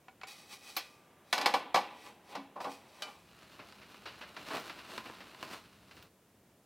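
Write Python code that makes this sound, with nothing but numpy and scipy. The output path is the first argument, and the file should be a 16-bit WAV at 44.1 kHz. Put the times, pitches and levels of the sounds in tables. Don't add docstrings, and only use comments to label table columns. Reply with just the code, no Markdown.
import sys
import numpy as np
from scipy import signal
from scipy.fft import rfft, irfft
from scipy.io import wavfile

SR = 44100
rng = np.random.default_rng(int(sys.argv[2]) if len(sys.argv) > 2 else 0)


def file_out(sig):
    cols = np.atleast_2d(sig).T
    lim = np.clip(cols, -1, 1)
    pcm = np.round(lim * 32767).astype(np.int16)
    wavfile.write(sys.argv[1], SR, pcm)


N = 293265
TIME = np.arange(N) / SR
AGE = np.arange(SR) / SR
LANDING_S = 1.328

BANDS_HZ = [(90, 600), (600, 1400), (1400, 3000), (3000, 5400), (5600, 16000)]
HARDNESS_SHARE = [-0.26, 0.062, 0.76, 0.94, 1.01]
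PLATE_COLOUR_DB = [-16.5, -0.5, -4, -7, -15.5]
LATCH_COLOUR_DB = [-2, -0.5, 1, 1.5, -6]
CLOTH_COLOUR_DB = [-14, -2.5, -1, -6, -21]
FASTENER_COLOUR_DB = [-7, 0, 1, -4, -12]
CUTTER_COLOUR_DB = [-13.5, -1, 2, -8, -21]

# start in seconds, level in dB, hardness in dB, t60 in seconds.
PLATE_KNOCKS = [(0.765, -40, 9.5, 0.13), (1.327, -31.5, 8.5, 0.1), (1.378, -34, 2.5, 0.065),
                (1.412, -39.5, 6.5, 0.074), (1.458, -25.5, 2.5, 0.087), (1.538, -24.5, -5.5, 0.1),
                (1.743, -24, -4, 0.085), (1.757, -27, -3.5, 0.12), (2.351, -39, -4.5, 0.07),
                (2.557, -43, -22, 0.2), (2.602, -40.5, -8, .08), (2.642, -38.5, -8, 0.14),
                (2.665, -40.5, -32, .09)]
CLOTH_PATS = [(3.589, -50, -6.5, .22), (3.815, -59.5, 5, 0.17), (4.055, -46.5, 2, 0.27),
              (4.14, -57, -1, .07), (4.21, -49, 2, 0.23), (4.364, -46, 1.5, 0.13), (4.504, -40, -9, 0.16),
              (4.534, -40.5, -15.5, 0.11), (4.559, -38.5, -12, 0.065), (4.696, -45, 2.5, 0.051),
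              (4.787, -55.5, 6, 0.12), (5.055, -49.5, -3, 0.15), (5.204, -53, 1.5, 0.086),
              (5.91, -62.5, 10.5, 0.087)]
# start in seconds, level in dB, hardness in dB.
LATCH_SNAPS = [(3.021, -49, 8)]
FASTENER_CLICKS = [(3.723, -65.5, 11.5), (3.943, -55.5, -0.5), (4.569, -51, 10), (4.978, -42, 1.5),
                   (5.096, -47.5, -10), (5.346, -57, 2), (5.427, -42.5, 0), (6.025, -70.5, 16)]
CUTTER_TAPS = [(0.082, -55, -7.5), (0.213, -61, 7), (0.233, -49, 0.5)]
# start in seconds, level in dB.
TRIVET_RINGS = [(0.768, -48)]
BASE_FLEXES = [(1.466, -50), (2.368, -40), (2.655, -45)]
RIM_TICKS = [(0.768, -35.5)]
ZIP_JINGLES = [(4.592, -55), (5.43, -57), (5.95, -65), (6.025, -58)]
# peak time in seconds, level in dB, rise and fall over 20 dB in seconds.
FINGER_SLIDES = [(0.272, -49, 0.0035, 0.23), (0.39, -58, 0.036, 0.18), (0.535, -47, 0.067, 0.062),
                 (0.695, -50.5, 0.16, .12), (0.765, -54, 0.04, 0.26), (1.31, -64, .09, .1),
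                 (2.07, -56.5, 0.22, 0.1), (2.32, -57, 0.092, 0.069), (2.615, -51.5, 0.0077, .07),
                 (2.72, -53, 0.086, 0.11), (3.05, -59.5, 0.4, 0.3)]
PLATE_SHOVES = [(1.45, -40, 0.34, 0.22), (2.07, -51.5, 0.068, 0.095), (2.34, -48.5, 0.082, 0.12),
                (2.7, -64, .08, 0.17), (3.08, -52.5, 0.23, 0.16)]
CLOTH_SWEEPS = [(4.56, -44.5, 0.14, .14), (4.675, -49.5, 0.061, 0.064), (4.945, -51.5, 0.093, 0.21),
                (5.445, -52, 0.086, 0.078), (5.532, -45.5, 0.052, 0.084), (5.98, -62.5, 0.35, .13)]
# time in seconds, relative effort in dB.
HANDLING = [(3.15, -76), (3.4, -61), (3.56, -61.5), (4.35, -59), (4.58, -48), (4.77, -55.5), (5.06, -56.5),
            (5.2, -54.5), (5.43, -60.5), (5.66, -63), (5.88, -76.5), (6.1, -61.5)]
# low and high limit in Hz, level at average effort in dB,
# dB gained per dB of effort, offset in a sweep in dB.
RUSTLE_LAYERS = [(140, 1390, -64, 1.0, -0.5), (1450, 4840, -64, 0.95, -1.5), (5360, 21300, -68.5, 0.82, -5)]

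# frequency in Hz, level in dB, t60 in seconds.
PLATE_MODES = [(195, -16, .35), (272, -12, .35), (488, -6, .22), (518, -5, .2), (588, -8, .24),
               (645, -7, .2), (743, -1, .2), (815, -2.5, .2), (975, -2, .19), (1030, -3, .17),
               (1082, -1, .16), (1150, -4, .18), (1496, -7, .25), (1750, -9, .24), (1960, -7, .22),
               (2235, -9, .19), (2331, -7, .22), (2430, -11, .18), (2640, -9, .24), (3300, -13, .18),
               (3490, -13, .18), (3950, -11, .16), (4240, -12, .19), (4480, -13, .19), (5000, -14, .15),
               (5820, -24, .18), (6510, -24, .17), (8200, -27, .14)]
TRIVET_MODES = [(325, -4, .18), (1184, -17, 2.8), (2370, -9, .6), (2481, -9, .55), (2595, -3, .4),
                (2968, -8, .35), (3305, -2, .3), (3526, -4, .2), (3914, -6, .35), (4235, -5, .28),
                (4450, -10, .22), (4640, -9, .18), (5012, -10, .25), (5329, -7, .25), (5970, -6, .16),
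                (7461, -15, .4), (10580, -18, .25)]
BASE_MODES = [(178.6, -23, 0.69), (208, -7.5, 0.21), (275.4, 0.5, 0.3)]
LATCH_MODES = [(618, -7, 0.16), (813, -9, 0.2), (1210, -5, 0.41), (1400, -4, 0.28), (1570, -5, 0.2),
               (2360, 5, 0.31), (2440, -4, 0.27), (3000, 9, 0.27), (3930, 7, 0.1), (4570, -9, 0.25),
               (7300, -27, 0.29)]
FASTENER_MODES = [(222, 8, 0.21), (322.5, 1, 0.42), (985, 6, 0.14), (1040, 3, 0.41), (1450, -6, 0.12),
                  (2940, 0, 0.045), (4400, -9, 0.22)]
ZIP_MODES = [(9600, -14, .1), (14850, -5, .12), (14970, -7, .1), (15100, -7, .1)]
CUTTER_MODES = [(767, -3, 0.14), (1000, -18, 0.19), (1450, -3, 0.12), (2260, 18, 0.11), (2580, -11, 0.099),
                (4160, -2, 0.054), (7160, 6, 0.22), (9900, -12, 0.33)]
# frequency in Hz, relative level in dB.
METAL = [(59, -65), (100, -22.5), (358, -9), (492, -11), (676, -13.5), (801, -2), (910, -7), (1080, -9.5),
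         (1360, -11), (1480, -16.5), (3050, -14.5), (4380, -15), (6840, -24.5), (13200, -31),
         (16000, -38.5)]
CLOTH = [(59, -48), (100, -9.5), (328, 0.5), (430, -2.5), (524, -5.5), (608, -1), (736, -4), (1030, -3),
         (2130, -7), (2800, -4.5), (3190, -11), (4110, -11.5), (6840, -27), (15000, -34), (16000, -38)]
SKIN = [(180, -44), (300, -8), (689, -8), (814, 4.5), (915, -4), (1150, -1.5), (1610, -12), (2320, -0.5),
        (3030, -6.5), (4590, -1), (6960, -9), (10600, -13), (16000, -17)]

# frequency in Hz, relative level in dB.
AIR = [(20, -50), (35, -20), (80, -2), (200, 0), (450, -5), (1100, -17), (3000, -22), (9000, -23),
       (16000, -25)]
AIR_SIDE = [(60, -38), (180, -49), (550, -22), (1650, -7), (4970, -3), (15000, -1)]
TABLE_AIR = [(35, -63), (60, -42), (180, -6), (529, -7), (851, -7.5), (1160, -12.5), (1610, -14.5),
             (3000, -18.5), (3900, -24), (6600, -120)]
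RUMBLE = [(18, -56), (30, -38), (41, -39), (54, -3.5), (113, 0.5), (150, -5.5), (200, 3), (260, -11),
          (440, -120)]
# frequency in Hz, t60 in seconds.
ROOM_T60 = [(150, 0.27), (400, 0.46), (1000, 0.28), (3000, 0.33), (7000, 0.26), (14000, 0.35)]


def stove():
    enamel = clustered(crowded(METAL, uneven_db=2.5, spacing_hz=48), PLATE_MODES, dip_db=5.0)
    plate = finger_slides() + plate_grind(enamel) + plate_knocks(enamel)
    return plate + latch() + trivet() + sheet_base() + rim_tick()


def plate_knocks(enamel):
    return contacts(PLATE_KNOCKS, PLATE_COLOUR_DB, enamel, PLATE_MODES,
                    modes_db=-8.0, room_db=-11.0, crack_db=-1.5, build_s=0.0014, blow_s=0.017)


def plate_grind(enamel, settle_db=-18.5, fade_db_per_s=63.5):
    grit = colour(band(grains(per_s=900, spread_db=1.17), 170, 3670), enamel)
    settling_power = sum((TIME > s) * from_db(db + settle_db - fade_db_per_s * np.abs(TIME - s)) ** 2
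                         for s, db, *_ in PLATE_KNOCKS if s > LANDING_S)
    envelope = (TIME > LANDING_S) * np.hypot(strokes(PLATE_SHOVES), np.sqrt(settling_power))
    return envelope * rubbed(grit, PLATE_MODES, ring_db=-6.0)


def finger_slides():
    slips = grains(per_s=3000, spread_db=3.0)
    skin = colour(slips, crowded(SKIN, uneven_db=3.2, spacing_hz=70))
    return strokes(FINGER_SLIDES) * rubbed(skin, TRIVET_MODES, ring_db=-7.0)


def rim_tick(t60=0.074):
    envelope = sum((TIME > s) * from_db(db - 60 * np.abs(TIME - s) / t60) for s, db in RIM_TICKS)
    shimmer = band(rng.standard_normal(N), 11500, 15000)
    return envelope * shimmer / rms(shimmer)


def sheet_base():
    return sympathetic(BASE_FLEXES, BASE_MODES, swell_s=0.013)


def trivet():
    return sympathetic(TRIVET_RINGS, TRIVET_MODES, swell_s=0.0025)


def latch():
    cover = clustered(METAL, LATCH_MODES, dip_db=5.0)
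    return contacts(lasting(LATCH_SNAPS, t60=0.088), LATCH_COLOUR_DB, cover, LATCH_MODES,
                    modes_db=0.5, room_db=-13.0, crack_db=3.0, build_s=0.0008, blow_s=0.012)


def carrier():
    present = np.interp(TIME, [3.12, 3.2, 6.06, 6.1], [0, 1, 1, 0])
    rumble = from_db(-67.5) * noise(RUMBLE)
    pats = contacts(CLOTH_PATS, CLOTH_COLOUR_DB, CLOTH, modes=[],
                    modes_db=0, room_db=-15.0, crack_db=6.5, build_s=0.0033, blow_s=0.0093)
    clicks = contacts(lasting(FASTENER_CLICKS, t60=0.035), FASTENER_COLOUR_DB, CLOTH, FASTENER_MODES,
                      modes_db=-10.0, room_db=-15.0, crack_db=8.0, build_s=0.0007, blow_s=0.007)
    cloth = rustle()
    zip_pulls = sympathetic(ZIP_JINGLES, ZIP_MODES, swell_s=0.00046)
    return present * (cloth + rumble) + pats + clicks + zip_pulls


def rustle():
    times, handling_db = np.transpose(HANDLING)
    effort_db = np.interp(TIME, times, handling_db - handling_db.mean())
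    sweeps = strokes(CLOTH_SWEEPS)
    fibres = colour(grains(per_s=1100, spread_db=3.2), CLOTH) * flutter(per_s=35, depth_db=1.8)
    out = np.zeros(N)
    for low, high, db, follows, sweep_db in RUSTLE_LAYERS:
        layer = band(fibres, low, high)
        envelope = np.hypot(from_db(db + follows * effort_db), from_db(sweep_db) * sweeps)
        out += envelope * layer / rms(layer)
    return out


def cutters():
    tin = clustered(METAL, CUTTER_MODES, dip_db=8.0)
    return contacts(lasting(CUTTER_TAPS, t60=0.056), CUTTER_COLOUR_DB, tin, CUTTER_MODES,
                    modes_db=-4.0, room_db=-17.0, crack_db=5.0, build_s=0.00075, blow_s=0.026)


def room_tone():
    air = noise(AIR)
    side = from_db(-3.5) * shaped(noise(AIR), AIR_SIDE) * [[1], [-1]]
    table = np.interp(TIME, [0, 0.27, 0.3, 3.1, 3.2], [0.47, 0.63, 0.79, 1, 0.37]) * noise(TABLE_AIR)
    return from_db(-67) * (air + side) + from_db(-64) * table


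def contacts(rows, colour_db, spectrum, modes, modes_db, room_db, crack_db, build_s, blow_s):
    out = np.zeros(N + len(AGE))
    blow = slice(0, int(blow_s * SR))
    crack = 1 + from_db(crack_db - 60 * AGE / 0.0085)
    for s, level_db, hardness_db, t60 in rows:
        crowd = noise(spectrum, len(AGE))
        notes = ringing(modes)
        attack_s = max(build_s * 2 ** (-hardness_db / 12), 1e-4)
        attack = 1 - np.exp(-AGE / attack_s)
        decay = crack * from_db(-60 * AGE / t60)
        start = int(s * SR)
        for (low, high), band_db, share in zip(BANDS_HZ, colour_db, HARDNESS_SHARE):
            centre_hz = np.sqrt(low * high)
            room = from_db(room_db - 60 * AGE / at_hz(ROOM_T60, centre_hz))
            dense = band(crowd * attack * np.hypot(decay, room), low, high)
            tones = band(notes * attack, low, high)
            clarity = from_db(modes_db + at_hz([(1000, 1.5), (3000, -5.5), (10000, -1)], centre_hz))
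            part = dense / rms(dense[blow]) + clarity * tones / rms(tones[blow])
            gain = from_db(level_db + band_db + share * hardness_db)
            out[start:start + len(AGE)] += gain * part / rms(part[blow])
    return out[:N]


def lasting(rows, t60):
    return [(*row, t60) for row in rows]


def ringing(modes, vary_db=0):
    out = np.zeros(len(AGE))
    for hz, db, t60 in modes:
        sign = rng.choice([-1, 1])
        envelope = from_db(db + vary_db * rng.standard_normal() - 60 * AGE / t60)
        out += sign * envelope * np.sin(2 * np.pi * hz * AGE)
    return out


def sympathetic(rows, modes, swell_s):
    pushes = np.zeros(N)
    for s, db in rows:
        pushes[int(s * SR)] = from_db(db)
    response = ringing(modes, vary_db=2.0) * (1 - np.exp(-AGE / swell_s))
    return signal.fftconvolve(pushes, response)[:N]


def strokes(rows):
    power = np.zeros(N)
    for s, db, rise_s, fall_s in rows:
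        away = np.maximum((s - TIME) / rise_s, (TIME - s) / fall_s)
        power += from_db(db - 20 * np.minimum(away, 10) ** 1.14) ** 2
    return np.sqrt(power)


def grains(per_s, spread_db):
    slips = (rng.random(N) < per_s / SR) * rng.choice([-1, 1], N)
    slips = slips * from_db(spread_db * np.minimum(rng.exponential(1, N), 4))
    return slips / rms(slips) + rng.standard_normal(N)


def rubbed(slips, modes, ring_db):
    sung = signal.fftconvolve(slips, ringing(modes))[:N]
    both = slips + from_db(ring_db) * sung / rms(sung)
    return both / rms(both)


def flutter(per_s, depth_db):
    knots = rng.standard_normal(2000)
    return from_db(depth_db * np.interp(TIME * per_s, np.arange(len(knots)), knots))


def crowded(spectrum, uneven_db, spacing_hz):
    hz = np.arange(40, 17000, spacing_hz)
    ripple_db = uneven_db * np.minimum(hz / 1500, 1) * np.clip(rng.standard_normal(len(hz)), -2, 2)
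    return np.column_stack([hz, at_hz(spectrum, hz) + ripple_db])


def clustered(spectrum, modes, dip_db, width_hz=41):
    hz = np.arange(40, 17000, 24.0)
    near = np.max([1 / (1 + ((hz - mode_hz) / width_hz) ** 2) for mode_hz, *_ in modes], axis=0)
    return np.column_stack([hz, at_hz(spectrum, hz) - dip_db * (1 - near)])


def noise(spectrum, length=N):
    return colour(rng.standard_normal(length), spectrum)


def colour(x, spectrum):
    y = shaped(x, spectrum)
    return y / rms(y)


def shaped(x, spectrum):
    hz = np.fft.rfftfreq(len(x), 1 / SR)
    return irfft(rfft(x) * from_db(at_hz(spectrum, hz)), len(x))


def band(x, low, high):
    low_cut = signal.butter(4, low, "high", fs=SR, output="sos")
    high_cut = signal.butter(6, high, fs=SR, output="sos")
    return signal.sosfilt(np.vstack([low_cut, high_cut]), x)


def at_hz(points, hz):
    known_hz, values = np.transpose(points)
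    return np.interp(np.log(np.maximum(hz, 1)), np.log(known_hz), values)


def from_db(db):
    return 10 ** (np.asarray(db) / 20)


def rms(x):
    return np.sqrt(np.mean(x ** 2) + 1e-20)


def scene():
    return cutters() + stove() + carrier() + room_tone()


def record(dry, cutoff_hz=15900):
    return signal.sosfilt(signal.ellip(10, 0.1, 70, cutoff_hz, fs=SR, output="sos"), dry)


dry = scene()
out = record(dry)
file_out(out)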